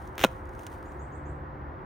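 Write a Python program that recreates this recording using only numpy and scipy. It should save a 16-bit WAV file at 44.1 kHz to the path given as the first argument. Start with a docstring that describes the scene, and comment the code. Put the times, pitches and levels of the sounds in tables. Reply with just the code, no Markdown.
"""A welding arc close by outdoors, on a steel plate: it spits and sizzles, flares and blows out in two pops.
The arc is grainy filtered noise with short clicks; each pop is a crack, a boom whose pitch falls quickly
and a short dull body of fixed tones. Hot slag fizzes and ticks as filtered noise and clicks, and a small
bird gives four thin rising whistles. Under it all lie rushing air, the wavering tones of the welder's fan
and a low motor hum that swells."""
import sys
import numpy as np
from scipy import signal
from scipy.fft import rfft, irfft, next_fast_len
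from scipy.io import wavfile
from scipy.ndimage import map_coordinates

SR = 44100
rng = np.random.default_rng(int(sys.argv[2]) if len(sys.argv) > 2 else 0)


def persist_wave(psi):
    """Save psi, clipped to +-1, as 16-bit WAV."""
    counts = np.round(np.clip(psi, -1, 1) * 32767).astype(np.int16)
    wavfile.write(sys.argv[1], SR, np.atleast_2d(counts).T)


N = 81585  # samples

# Left-right likeness of the weld's noise. Each row: frequency in Hz, coherence from -1 to 1.
WELD_ALIKE = [(300, .98), (800, 0.93), (1550, .35), (2200, .92), (3300, 0.57), (5000, 1), (7300, .2),
              (8600, 0.47), (10200, -0.78), (14500, 0.34)]


def amp(db):
    """Decibels to gain."""
    return 10 ** (np.asarray(db) / 20)


def unit(x):
    """Scale to rms 1."""
    return x / np.sqrt(np.mean(x ** 2) + 1e-20)


def clock():
    """Time of every sample in seconds."""
    return np.arange(N) / SR


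def along(points, hz):
    """Read (Hz, value) points on a log frequency axis."""
    f, v = np.transpose(points)
    return np.interp(np.log(hz + 1), np.log(f + 1), v)


def curves(rows):
    """One value per sample for each column after the time."""
    s, *cols = np.transpose(rows)
    return [np.interp(clock(), s, c) for c in cols]


def wobble(rate):
    """A smooth random curve through rate knots a second."""
    knots = rng.standard_normal(int(N * rate / SR) + 4)
    return map_coordinates(knots, [clock() * rate])


def filtered(x, response):
    """Multiply the spectrum of x by a response of frequency, zero-padded against wrap-around."""
    m = 2 * next_fast_len(N)
    hz = np.fft.rfftfreq(m, 1 / SR)
    return irfft(rfft(x, m) * response(hz), m)[..., :N]


def causal(points):
    """The minimum-phase response with these (Hz, dB) gains, so that no sound precedes its onset."""
    def response(hz):
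        # Folding the cepstrum onto positive times gives minimum phase.
        cepstrum = irfft(np.log(amp(along(points, hz))))
        half = len(cepstrum) // 2
        cepstrum[1:half] *= 2
        cepstrum[half + 1:] = 0
        return np.exp(rfft(cepstrum))
    return response


def spread(pair, alike):
    """Mix two unrelated signals into left and right of a given coherence."""
    def mid_side_gains(hz):
        turn = np.arccos(np.clip(along(alike, hz), -1, 1)) / 2
        return np.array([np.cos(turn), np.sin(turn)])
    mid, side = filtered(pair, mid_side_gains)
    return np.array([mid + side, mid - side])


def noise(spectrum, alike, grain_db):
    """Stereo noise of rms 1; a scatter of sizes makes it grainy."""
    sizes = amp(grain_db * rng.standard_normal(N))
    grains = rng.standard_normal((2, N)) * sizes
    return unit(spread(filtered(grains, causal(spectrum)), alike))


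def envelope(start, attack, hold, t60):
    """Linear rise, then an exponential release that begins hold seconds after the start."""
    t = clock() - start
    return np.clip(t / attack, 0, 1) * amp(-60 * np.maximum(t - hold, 0) / t60)


def snaps(rows, spectrum, spray_db, spray_t60):
    """Each (s, dB) is a sharp filtered click, alike in both ears, trailed by a short spray of noise."""
    hits, spray = np.zeros(N), np.zeros(N)
    for s, db in rows:
        hits[round(s * SR)] += amp(db)
        spray += amp(db + spray_db) * envelope(s, 1 / SR, 0, spray_t60)
    # Scaled so that a lone click peaks at its listed level.
    peak = abs(filtered(signal.unit_impulse(N), causal(spectrum))).max()
    hiss = spread(rng.standard_normal((2, N)), WELD_ALIKE)
    return filtered(hits + spray * hiss, causal(spectrum)) / peak


def echo(x, decay):
    """A diffuse tail in which each frequency dies at its own speed."""
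    hz, t, z = signal.stft(rng.standard_normal((2, SR // 2)), SR, nperseg=256)
    fading = amp(-60 * t / along(decay, hz)[:, None])
    tail = signal.istft(z * fading, SR, nperseg=256)[1]
    return signal.fftconvolve(x, tail / np.linalg.norm(tail[0]), axes=1)[:, :N]


def tone(hz, drift_hz):
    """A sine of rms 1 whose pitch drifts at random."""
    cycles = np.cumsum(hz + drift_hz * wobble(12)) / SR
    return np.sqrt(2) * np.sin(2 * np.pi * cycles)


def background():
    """Rushing air as filtered noise, the fan's wavering tones, and a wavering motor hum with its octave."""
    # Spectrum of the air. Each row: frequency in Hz, relative level in dB.
    air_spectrum = [(20, -18), (32, -8), (50, 0.5), (100, -1), (170, -8.5), (240, -9.5), (305, -13.5),
                    (345, -3.5), (395, -8), (440, -13.5), (540, -13.5), (700, -10), (950, -9), (1400, -14),
                    (1900, -21), (2600, -36.5), (4000, -49), (5000, -54), (10000, -68), (14000, -58.5)]
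    # Left-right likeness of the air. Each row: frequency in Hz, coherence from -1 to 1.
    air_alike = [(60, 1), (140, .88), (210, 0.75), (330, 0.98), (500, .66), (770, -0.0089), (1170, -0.45),
                 (1550, -0.012), (2000, 0.77), (2750, 0.82), (5000, 0.96), (10000, -0.062), (15000, 0.71)]
    # Swells of the motor. Each row: time in seconds, fundamental in dB, octave in dB.
    hum_levels = [(0, -47, -69), (.3, -54.5, -57), (.45, -45, -56), (.6, -57.5, -61), (.8, -52.5, -73),
                  (1, -41, -50.5), (1.15, -52.5, -50.5), (1.3, -41, -46.5), (1.52, -52, -48.5),
                  (1.7, -43.5, -49.5), (1.85, -52.5, -59)]
    # Tones of the welder's fan. Each row: mean frequency in Hz, middle level in dB.
    fan_tones = [(297.5, -54.5), (522, -56.5)]
    air_db, hum_hz = -41.5, 70.3

    air = amp(air_db + 0.13 * wobble(6.3)) * noise(air_spectrum, air_alike, grain_db=0)
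    low_db, octave_db = curves(hum_levels)
    low = amp(low_db + 2 * wobble(16)) * tone(hum_hz, drift_hz=2.27)
    octave = amp(octave_db + 0.58 * wobble(27)) * tone(2 * hum_hz, drift_hz=1.6)
    fan = sum(amp(db + 3.3 * wobble(7.44)) * tone(hz, drift_hz=1.0) for hz, db in fan_tones)
    return air + low + octave + fan


def slag():
    """Cooling slag and spatter: a grainy fizz of uneven level, and ticks as filtered clicks."""
    # Level of the fizz. Each row: time in seconds, level in dB.
    fizz_levels = [(0, -63.5), (.085, -66.5), (.12, -72), (.16, -72), (.27, -64.5), (.36, -67), (.4, -72.5),
                   (.48, -75), (.56, -69), (.635, -60.5), (.66, -68.5), (.73, -61.5), (.8, -70.5),
                   (.93, -71.5), (1.05, -79.5), (1.3, -89), (1.85, -92)]
    # Spectrum of the fizz. Each row: frequency in Hz, relative level in dB.
    fizz_spectrum = [(1500, -6.5), (3000, 2), (5000, -3.5), (6500, -1), (7600, -1), (9500, 0.5),
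                     (15000, -5)]
    # Ticks of the slag. Each row: start in seconds, level in dB.
    tick_rows = [(.0755, -40), (.155, -42), (.337, -64), (.349, -61), (.363, -65), (.376, -57), (.455, -45),
                 (.4925, -43), (.536, -48), (.5513, -42), (.5715, -60), (.5905, -45), (.5935, -35),
                 (.611, -57), (.634, -40), (.6668, -24), (.9203, -44)]
    # Spectrum of a tick. Each row: frequency in Hz, relative level in dB.
    tick_spectrum = [(300, -1), (1000, 12), (1600, -4), (2400, 5), (4500, -5), (6800, 2.5), (8500, -5.5),
                     (15000, -8.5)]

    level_db, = curves(fizz_levels)
    fizz = amp(level_db + 0.95 * wobble(120)) * noise(fizz_spectrum, WELD_ALIKE, grain_db=7)
    return fizz + snaps(tick_rows, tick_spectrum, spray_db=-18, spray_t60=0.026)


def arc():
    """The arc spits unevenly while its grainy sizzle grows louder, then flares as the rod's tip melts."""
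    # Sparks while the arc burns. Each row: start in seconds, level in dB.
    spit_rows = [(.1805, -16.5), (.1835, -21.5), (.1938, -18), (.2027, -20), (.2055, -19.5), (.2124, -18),
                 (.2145, -16), (.2255, -43)]
    # Spectrum of a spit. Each row: frequency in Hz, relative level in dB.
    spit_spectrum = [(150, -5), (450, 3.5), (1200, 0.5), (2700, 1.5), (3700, -4), (4600, -13.5), (6500, -9),
                     (9000, -17.5), (15000, -12.5)]
    # Spectrum of the sizzle. Each row: frequency in Hz, relative level in dB.
    sizzle_spectrum = [(100, 0), (400, 2.5), (1200, -2), (2500, 1), (3700, -2), (4500, -16), (6500, -5),
                       (9000, -14), (15000, -12.5)]
    # Spectrum of the flare. Each row: frequency in Hz, relative level in dB.
    flare_spectrum = [(200, -26.5), (600, -13.5), (1000, -11), (1600, 1), (2300, -1), (3700, -9),
                      (4700, -25.5), (7000, -20), (15000, -21.5)]
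    on_s, off_s, release_s = .1805, 0.2433, 0.097
    start_db, rise_db = -42.5, 7

    burn_s = off_s - on_s
    heat = np.clip((clock() - on_s) / burn_s, 0, 1)
    burn = envelope(on_s, .001, burn_s, release_s)
    sizzle_level = amp(start_db + rise_db * heat + 1.68 * wobble(250)) * burn
    sizzle = sizzle_level * noise(sizzle_spectrum, WELD_ALIKE, grain_db=9.5)
    flare_level = amp(-18) * envelope(.2347, attack=0.0036, hold=0.0047, t60=0.039)
    flare = flare_level * noise(flare_spectrum, WELD_ALIKE, grain_db=3.5)
    return sizzle + flare + snaps(spit_rows, spit_spectrum, spray_db=-21, spray_t60=.012)


def pops():
    """Molten metal bursts: a crack, a boom whose pitch falls quickly, and a short dull body of fixed tones."""
    # Pops that blow the arc out. Each row: start in seconds, crack in dB, boom's start pitch in Hz,
    # boom's end pitch in Hz, boom in dB, boom's 60 dB decay time in seconds.
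    pop_rows = [(.2400, -3, 500, 389, -13, 0.035), (.2473, -3.5, 925, 184, -9.5, 0.03)]
    # Spectrum of the crack. Each row: frequency in Hz, relative level in dB.
    crack_spectrum = [(60, -24.5), (250, -13.5), (550, 12.5), (900, 4.5), (1400, -4), (1750, -11.5),
                      (2400, 1.5), (3200, -8.5), (3900, -6.5), (4600, -25), (6200, -15.5), (8500, -23),
                      (15000, -23.5)]
    # Short dull body of fixed tones under each pop. Each row: frequency in Hz, level in dB relative
    # to the crack, 60 dB decay time in seconds.
    body_modes = [(393, -23, 0.0384), (502.5, -11, 0.034), (960, -26, 0.033), (1390, -19, 0.042),
                  (2488, -29, .04), (2735, -38, 0.029)]
    fall_s, low_cut_hz = .0011, 55

    sound = snaps([row[:2] for row in pop_rows], crack_spectrum, spray_db=-20, spray_t60=0.01)
    for s, crack_db, start_hz, end_hz, boom_db, boom_t60 in pop_rows:
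        age = np.maximum(clock() - s, 0)
        # Cycles so far of a pitch that falls exponentially to its end.
        cycles = end_hz * age + (start_hz - end_hz) * fall_s * (1 - np.exp(-age / fall_s))
        boom = amp(boom_db) * envelope(s, 0.00018, 0, boom_t60) * np.sin(2 * np.pi * cycles)
        sound = sound + boom
        for hz, db, t60 in body_modes:
            body_level = amp(crack_db + db) * envelope(s, .0003, 0, t60)
            sound = sound + body_level * np.cos(2 * np.pi * hz * age)
    return filtered(sound, lambda hz: (1j * hz / (low_cut_hz + 1j * hz)) ** 2)


def bird():
    """Thin upward whistles that level off and linger among the trees."""
    # Bird calls. Each row: start in seconds, level in dB.
    call_rows = [(.845, -67), (0.986, -64), (1.114, -65), (1.248, -66)]
    # Reverberation of the trees. Each row: frequency in Hz, 60 dB decay time in seconds.
    tree_decay = [(5000, 0.26), (9000, 0.44)]
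    start_hz, top_hz, glide_s = 5630, 8470, .025
    attack_s, length_s = 0.01, 0.052

    song = np.zeros(N)
    for s, db in call_rows:
        age = np.maximum(clock() - s, 0)
        hz = top_hz - (top_hz - start_hz) * np.exp(-age / glide_s) + 140 * wobble(810)
        # A gentle fade through the call, then a quick one at its end.
        shape = envelope(s, attack_s, attack_s, 0.46) * envelope(s, attack_s, length_s, .04)
        whistle = np.sin(2 * np.pi * np.cumsum(hz) / SR)
        song += amp(db + 1.3 * wobble(150)) * shape * whistle
    pair = np.array([song, song])
    return pair + amp(5) * echo(pair, tree_decay)


def scene():
    """The weld close by in an open yard, with the bird and the background around it."""
    # Reverberation of the yard. Each row: frequency in Hz, 60 dB decay time in seconds.
    yard_decay = [(200, 0.067), (2500, 0.33), (10000, 0.22)]
    weld = slag() + arc() + pops()
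    return background() + weld + amp(-30) * echo(weld, yard_decay) + bird()


def record(dry):
    """The microphone's treble notches and peaks, then its steep upper band limit."""
    # Colour of the microphone. Each row: frequency in Hz, gain in dB.
    mic_colour = [(7000, 0), (7550, -9.5), (8100, -0.5), (10300, 4), (11000, -18.5), (11500, -19.5),
                  (12100, -8.5), (12800, 1.5)]
    top_hz = 16000
    coloured = filtered(dry, causal(mic_colour))
    return filtered(coloured, lambda hz: 1 / np.sqrt(1 + (hz / top_hz) ** 200))


dry = scene()
out = record(dry)
persist_wave(out)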